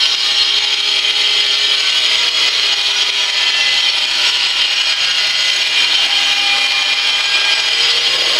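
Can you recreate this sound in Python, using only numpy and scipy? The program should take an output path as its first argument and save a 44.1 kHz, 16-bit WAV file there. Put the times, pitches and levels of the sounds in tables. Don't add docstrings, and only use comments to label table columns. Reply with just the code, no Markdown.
import sys
import numpy as np
from scipy import signal
from scipy.io import wavfile
from scipy.ndimage import uniform_filter1d, minimum_filter1d

SR = 44100
rng = np.random.default_rng(int(sys.argv[2]) if len(sys.argv) > 2 else 0)


def convert_level_to_amplitude(level_db):
    exponent = np.asarray(level_db, float) / 20
    return 10 ** exponent


def store_wav(level_fs):
    pcm = np.round(np.clip(np.atleast_2d(level_fs), -1, 1) * 32767)
    wavfile.write(sys.argv[1], SR, pcm.T.astype(np.int16))


N = 369999


def rms_one(x):
    return x / np.sqrt(np.mean(x ** 2) + 1e-20)


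def in_time(rows):
    s, *columns = np.transpose(rows)
    return [np.interp(np.arange(N) / SR, s, c) for c in columns]


def drift(rate_hz):
    r = np.exp(-200 * np.pi * rate_hz / SR)
    noise = rng.standard_normal(N // 100 + 1002)
    slow = signal.lfilter([1], [1, -2 * r, r * r], noise)[1000:]
    slow = rms_one(slow - slow.mean())
    return np.interp(np.arange(N) / 100, np.arange(len(slow)), slow)


def resonance(x, hz, width_hz):
    r = np.exp(-np.pi * width_hz / SR)
    poles = [1, -2 * r * np.cos(2 * np.pi * hz / SR), r * r]
    return signal.lfilter([(1 - r * r) / 2, 0, (r * r - 1) / 2], poles, x)


def rooms(x, t60, wet_db, count):
    age = np.arange(round(t60 * SR)) / SR
    place = np.arange(N) / N * (count - 1)
    walls = signal.butter(1, [250, 5500], "band", fs=SR, output="sos")
    wet = 0
    for k in range(count):
        tail = rng.standard_normal(len(age)) * convert_level_to_amplitude(-60 * age / t60)
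        tail = signal.sosfilt(walls, tail / np.linalg.norm(tail))
        heard = signal.oaconvolve(x, tail)[:N]
        wet = wet + heard * np.cos(np.pi / 2 * np.clip(place - k, -1, 1))
    return x + convert_level_to_amplitude(wet_db) * wet


def evened(x, span_s):
    width = round(span_s * SR)
    power = uniform_filter1d(uniform_filter1d(x ** 2, size=width), size=width)
    return x / np.sqrt(power)


def tilt(x, boom_db, mids_db, air_db):
    below = []
    for hz in (260, 750, 1800, 6000):
        low_pass = signal.butter(4, hz, fs=SR, output="sos")
        below.append(signal.sosfiltfilt(low_pass, x))
    boom, mids, air = (convert_level_to_amplitude(v - np.mean(v)) - 1 for v in (boom_db, mids_db, air_db))
    return x + boom * (below[1] - below[0]) + mids * (below[2] - below[1]) + air * (x - below[3])


def swelling(resting, swells):
    levels = dict(resting)
    for s, order, length_s, rise_db in swells:
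        near = np.clip((np.arange(N) / SR - s) / length_s, -1, 1)
        nearest = min(levels, key=lambda k: abs(k - order))
        levels[nearest] = levels[nearest] + rise_db * (1 - near ** 2) ** 2
    return levels


def comb_lines(turns, fade_db, wobble):
    # multiple of the turning rate, resting level in dB.
    weak_lines = [(2, -60.5), (2.5, -52), (3.25, -56), (3.5, -59.5), (4, -52), (5, -67.5), (6.5, -48),
                  (7, -47.5), (7.25, -56), (8, -46.5), (9, -44.5), (9.75, -59.5), (10, -42.5),
                  (10.75, -51.5), (11, -43.5), (12, -59.5), (13, -40.5), (14, -41.5), (14.75, -52.5),
                  (16, -39.5), (17, -35), (19, -59), (20, -45.5), (21, -45.5), (22, -50), (23, -31),
                  (24, -30), (25, -48)]
    # time in seconds, multiple, half length in seconds, rise in dB.
    weak_swells = [(0.953, 2, 0.78, 10), (1.05, 14.75, 0.22, 25.5), (1.25, 3.5, 0.58, 13),
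                   (1.9, 11, 0.21, 13), (6.3, 2, 1.7, 9.5), (2.498, 14.75, 0.26, 18), (2.76, 5, 0.62, 28),
                   (2.35, 3.5, 0.83, 15.5), (2.95, 10.75, 0.34, 16), (3.146, 7.25, 0.95, 17),
                   (3.4, 14.75, 0.79, 22), (3.45, 9.75, 0.35, 19), (3.55, 13, 0.32, 9),
                   (3.594, 20, 0.34, 16), (4.247, 10.75, 0.52, 15.5), (4.35, 7.25, 0.98, 17.5),
                   (4.95, 9.75, 0.83, 20), (5.0, 12, 0.65, 24), (5.15, 21, 2.6, 21), (5.3, 10.75, 1.3, 18),
                   (5.9, 20, 4.7, 14), (8.3, 5, 0.5, 18), (6.16, 12, 0.88, 27), (6.71, 8, 0.33, 12),
                   (6.838, 9, 1.1, 10), (7.45, 9.75, 0.51, 21), (7.43, 12, 0.83, 30), (7.5, 6.5, 0.42, 5),
                   (8.15, 8, 0.49, 14), (8.3, 3.5, 1.6, 20.5)]
    # multiples of the turning rate, and their resting levels [dB].
    strong_orders = (1, 3, 6, 15, 18)
    strong_rest_db = [-63, -56.5, -46, -43, -36.5]
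    strong_swells = [(5.3, 1, 1.7, 8), (8.2, 1, 1.36, 12), (1.046, 3, 1.42, 17), (3.002, 3, 1.1, 14.5),
                     (2.004, 3, 0.79, 5.5), (7.7, 3, 0.69, 11.5), (0.7, 6, 0.76, 6), (1.3, 6, 0.4, 3),
                     (2.33, 6, 0.37, -18), (2.78, 6, 0.15, 7), (4.2, 6, 2, 5), (6.382, 6, 0.77, 12),
                     (7.402, 6, 1.45, 7), (0.1, 15, 0.66, -36), (1.3, 15, 0.66, 11), (2.2, 15, 0.22, 11),
                     (3.6, 15, 0.55, 18), (4.455, 15, 0.4, 7), (5.47, 15, 0.63, 16.5),
                     (6.45, 15, 0.55, 12.5), (7.602, 15, 0.6, 11), (0.3, 18, 1.26, -20),
                     (1.006, 18, 0.29, 17), (2.9, 18, 1.4, 8), (4.007, 18, 0.29, 11), (4.814, 18, 0.43, 12),
                     (5.75, 18, 0.37, 12.5), (6.702, 18, 0.83, 17), (7.55, 18, 0.57, 14.5),
                     (8.05, 18, 0.25, -18)]
    resting = [(order, level_db + fade_db * drift(0.86)) for order, level_db in weak_lines]
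    weak = swelling(resting, weak_swells)
    strong = swelling(zip(strong_orders, strong_rest_db), strong_swells)
    out = 0
    for order, level_db in {**weak, **strong}.items():
        phase = 2 * np.pi * (order * turns + rng.random())
        phase = phase + wobble * np.sqrt(order) * drift(4.6)
        out = out + np.sqrt(2) * convert_level_to_amplitude(level_db + 2.43 * drift(16.5)) * np.sin(phase)
    return out


def chip_times():
    # time in seconds, depth in dB of the gain control's step down.
    large_chips = [(0.058, 4), (0.148, 7), (0.743, 5.5), (0.991, 6), (1.107, 4.5), (1.215, 2), (1.406, 3),
                   (1.554, 3), (2.157, 3.5), (2.287, 8), (2.484, 6), (3.097, 6.5), (3.502, 5), (4.051, 6.5),
                   (4.297, 5.5), (4.51, 3.5), (4.815, 4.5), (5.112, 4.5), (5.5, 5), (5.626, 4.5),
                   (5.846, 4.5), (5.952, 3.5), (6.062, 5.5), (6.584, 2.5), (6.721, 2), (6.933, 5),
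                   (7.208, 4), (7.6, 4.5), (7.981, 4), (8.16, 4)]
    gap_s, scatter = 0.082, 0.25
    s, depth_db = np.transpose(large_chips)
    ends = np.append(s, N / SR)
    small = []
    for a, b in zip(ends, ends[1:]):
        parts = max(round((b - a) / gap_s), 1)
        small.append(np.linspace(a, b, parts + 1)[1:-1])
    small = np.concatenate(small)
    luck = rng.standard_normal((200, 2))[:len(small)]
    small = small + scatter * gap_s * np.clip(luck[:, 0], -2, 2)
    small_depth_db = 2.5 + 1.32 * luck[:, 1]
    return np.append(s, small), np.append(depth_db, small_depth_db)


def chips(s, chip_db, hz, width_hz):
    ticks, luck = np.full(N, 1e-18), rng.standard_normal((len(s), 2))
    ticks[(s * SR).astype(int)] = convert_level_to_amplitude(0.52 * luck[:, 0]) * np.sign(luck[:, 1])
    rung = resonance(resonance(ticks, hz, width_hz), hz, width_hz)
    rung = signal.sosfilt(signal.butter(4, 6000, fs=SR, output="sos"), rung)
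    return convert_level_to_amplitude(chip_db) * rung * SR / width_hz


def grit(turns, depth_db, grain_db):
    grains = rng.standard_normal(N) * convert_level_to_amplitude(grain_db * drift(155))
    return rms_one(grains * convert_level_to_amplitude(depth_db * np.cos(2 * np.pi * turns)))


def broad_noise(sources, patchy_db):
    # frequency in Hz, level in dB per Hz.
    grit_spectrum = [(20, -27.5), (40, -50.5), (100, -45.5), (245, -50), (290, -43.5), (700, -38.5),
                     (1600, -34), (2600, -26), (3300, -24), (4500, -26), (5200, -36.5), (7200, -44),
                     (11000, -57), (15800, -62)]
    hz, level_db = np.transpose(grit_spectrum)
    edges = 20 * 2 ** np.arange(0, 9.7, 1 / 3)
    out = 0
    for k, (low, high) in enumerate(zip(edges, edges[1:])):
        band_pass = signal.butter(3, [low, high], "band", fs=SR, output="sos")
        band = signal.sosfilt(band_pass, sources[k % 2])
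        band_db = np.interp(np.log(low * high) / 2, np.log(hz), level_db)
        out = out + band * convert_level_to_amplitude(band_db + patchy_db * drift(3.3))
    return rms_one(out)


def disc_ring(sources, patchy_db):
    # width in Hz, level in dB.
    disc_hz = [345, 475, 620, 970, 1460, 2020, 2420, 2700, 2840, 2960, 3120, 3260, 3330, 3665, 3790, 4200,
               4370, 4945, 5480, 5745, 6560, 6700, 7270, 7770, 7910, 9090, 9630, 10500, 12200, 13800]
    disc_modes = [(24.3, -24), (16, -29), (54, -15.5), (18, -12), (23.148, -31), (37.037, -6), (50.5, -6.5),
                  (29, -27), (35, 3), (42, 0), (69.5, 6), (44.6, 1.5), (39.6, 2), (20, -1), (88, -2.5),
                  (154, -2), (97, 0), (38, 1.5), (61, -4), (37.2, -5), (58, -7), (57, -9.5), (59.4, -47),
                  (50.3, -15.5), (53, -17), (178, -24.5), (150, -23.5), (154, -24), (120, -47), (260, -35)]
    guard_hz = [10930, 11800, 12170, 12500, 13050, 14150, 14800, 15620]
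    guard_modes = [(50, -56), (110, -56), (66, -34), (60, -48), (70, -48), (60, -47), (170, -50),
                   (150, -47)]
    out = 0
    for k, (hz, (width_hz, level_db)) in enumerate(zip(disc_hz + guard_hz, disc_modes + guard_modes)):
        rung = resonance(resonance(sources[k % 2], hz, width_hz), hz, 2.3 * width_hz)
        rung = resonance(rung, hz, hz / 3)
        flicker = 0.28 * drift(3.2) + 1.03 * drift(17.6)
        out = out + rung * convert_level_to_amplitude(level_db + patchy_db * flicker)
    return rms_one(out)


def ducking(s, depth_db, recover_s, attack_s, lag_s):
    steps = np.zeros(N)
    steps[((s + lag_s) * SR).astype(int)] = depth_db
    cut_db = signal.lfilter([1], [1, -np.exp(-1 / (recover_s * SR))], steps)
    quick = np.exp(-1 / (attack_s * SR))
    cut_db = signal.lfilter([1 - quick], [1, -quick], cut_db)
    return cut_db.mean() - cut_db


def scene():
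    # time in seconds, turns per second.
    disc_speed = [(0.0, 136.5), (0.25, 136.65), (0.5, 137.15), (1.8, 137.7), (2.1, 137.55), (3.0, 135.7),
                  (3.75, 135.1), (4.7, 135.75), (5.25, 134.8), (5.75, 134.6), (6.25, 135.0), (6.7, 133.95),
                  (7.0, 134.55), (7.45, 134.55), (7.75, 133.45), (8.39, 133.55)]
    # time in seconds, level in dB, lift of the mids in dB by turning to the doorway.
    cut_course = [(0.0, -14.5, -1.5), (1.3, -14, -2.5), (1.6, -14.5, -1.5), (1.9, -13.5, -0.5),
                  (2.9, -15, 0), (4.7, -14.5, 2), (5.15, -15, -1), (5.65, -14, 2.5), (6.15, -14, 3),
                  (6.4, -16, 2.5), (7.35, -15.5, 3), (7.9, -13.5, 0.5), (8.39, -14.5, 4)]
    t = np.arange(N) / SR
    turns = np.cumsum(in_time(disc_speed)[0]) / SR
    level_db, mids_db = in_time(cut_course)
    swing = np.clip((t - 8.05) / 0.2, 0, 1)
    swing = swing + np.clip(1 - t / 0.7, 0, 1) * 0.13
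    boom_db = 0.89 * mids_db + 8 * swing
    air_db = 0.3 * mids_db + 1.5 * swing

    sources = [grit(turns, depth_db=0.5, grain_db=2.0) for _ in range(4)]
    noise = convert_level_to_amplitude(-3) * broad_noise(sources, patchy_db=1.5)
    ring = convert_level_to_amplitude(-1) * disc_ring(sources[2:], patchy_db=2.0)
    cut = evened(rooms(noise + ring, t60=0.43, wet_db=0.5, count=11), span_s=0.18)
    cut = convert_level_to_amplitude(level_db - 0.3) * tilt(cut, boom_db, mids_db, air_db)

    lines = comb_lines(turns, fade_db=2.5, wobble=0.16)
    s, depth_db = chip_times()
    heard = cut + lines + chips(s, chip_db=-10.5, hz=3060, width_hz=2800)
    gain_db = ducking(s, depth_db, recover_s=0.068, attack_s=0.0024, lag_s=0.0052)
    return (heard * convert_level_to_amplitude(gain_db))[None]


def top_cut(x):
    return signal.sosfilt(signal.butter(12, 15990, fs=SR, output="sos"), x)


def record(dry):
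    headroom = minimum_filter1d(np.minimum(1, .97 / (np.abs(dry) + 1e-9)), size=177)
    mix = dry * uniform_filter1d(uniform_filter1d(headroom, size=88), size=88)
    mix = signal.sosfilt(signal.ellip(12, .5, 60, 15730, fs=SR, output="sos"), mix)
    return top_cut(mix)


dry = scene()
out = record(dry)
store_wav(out)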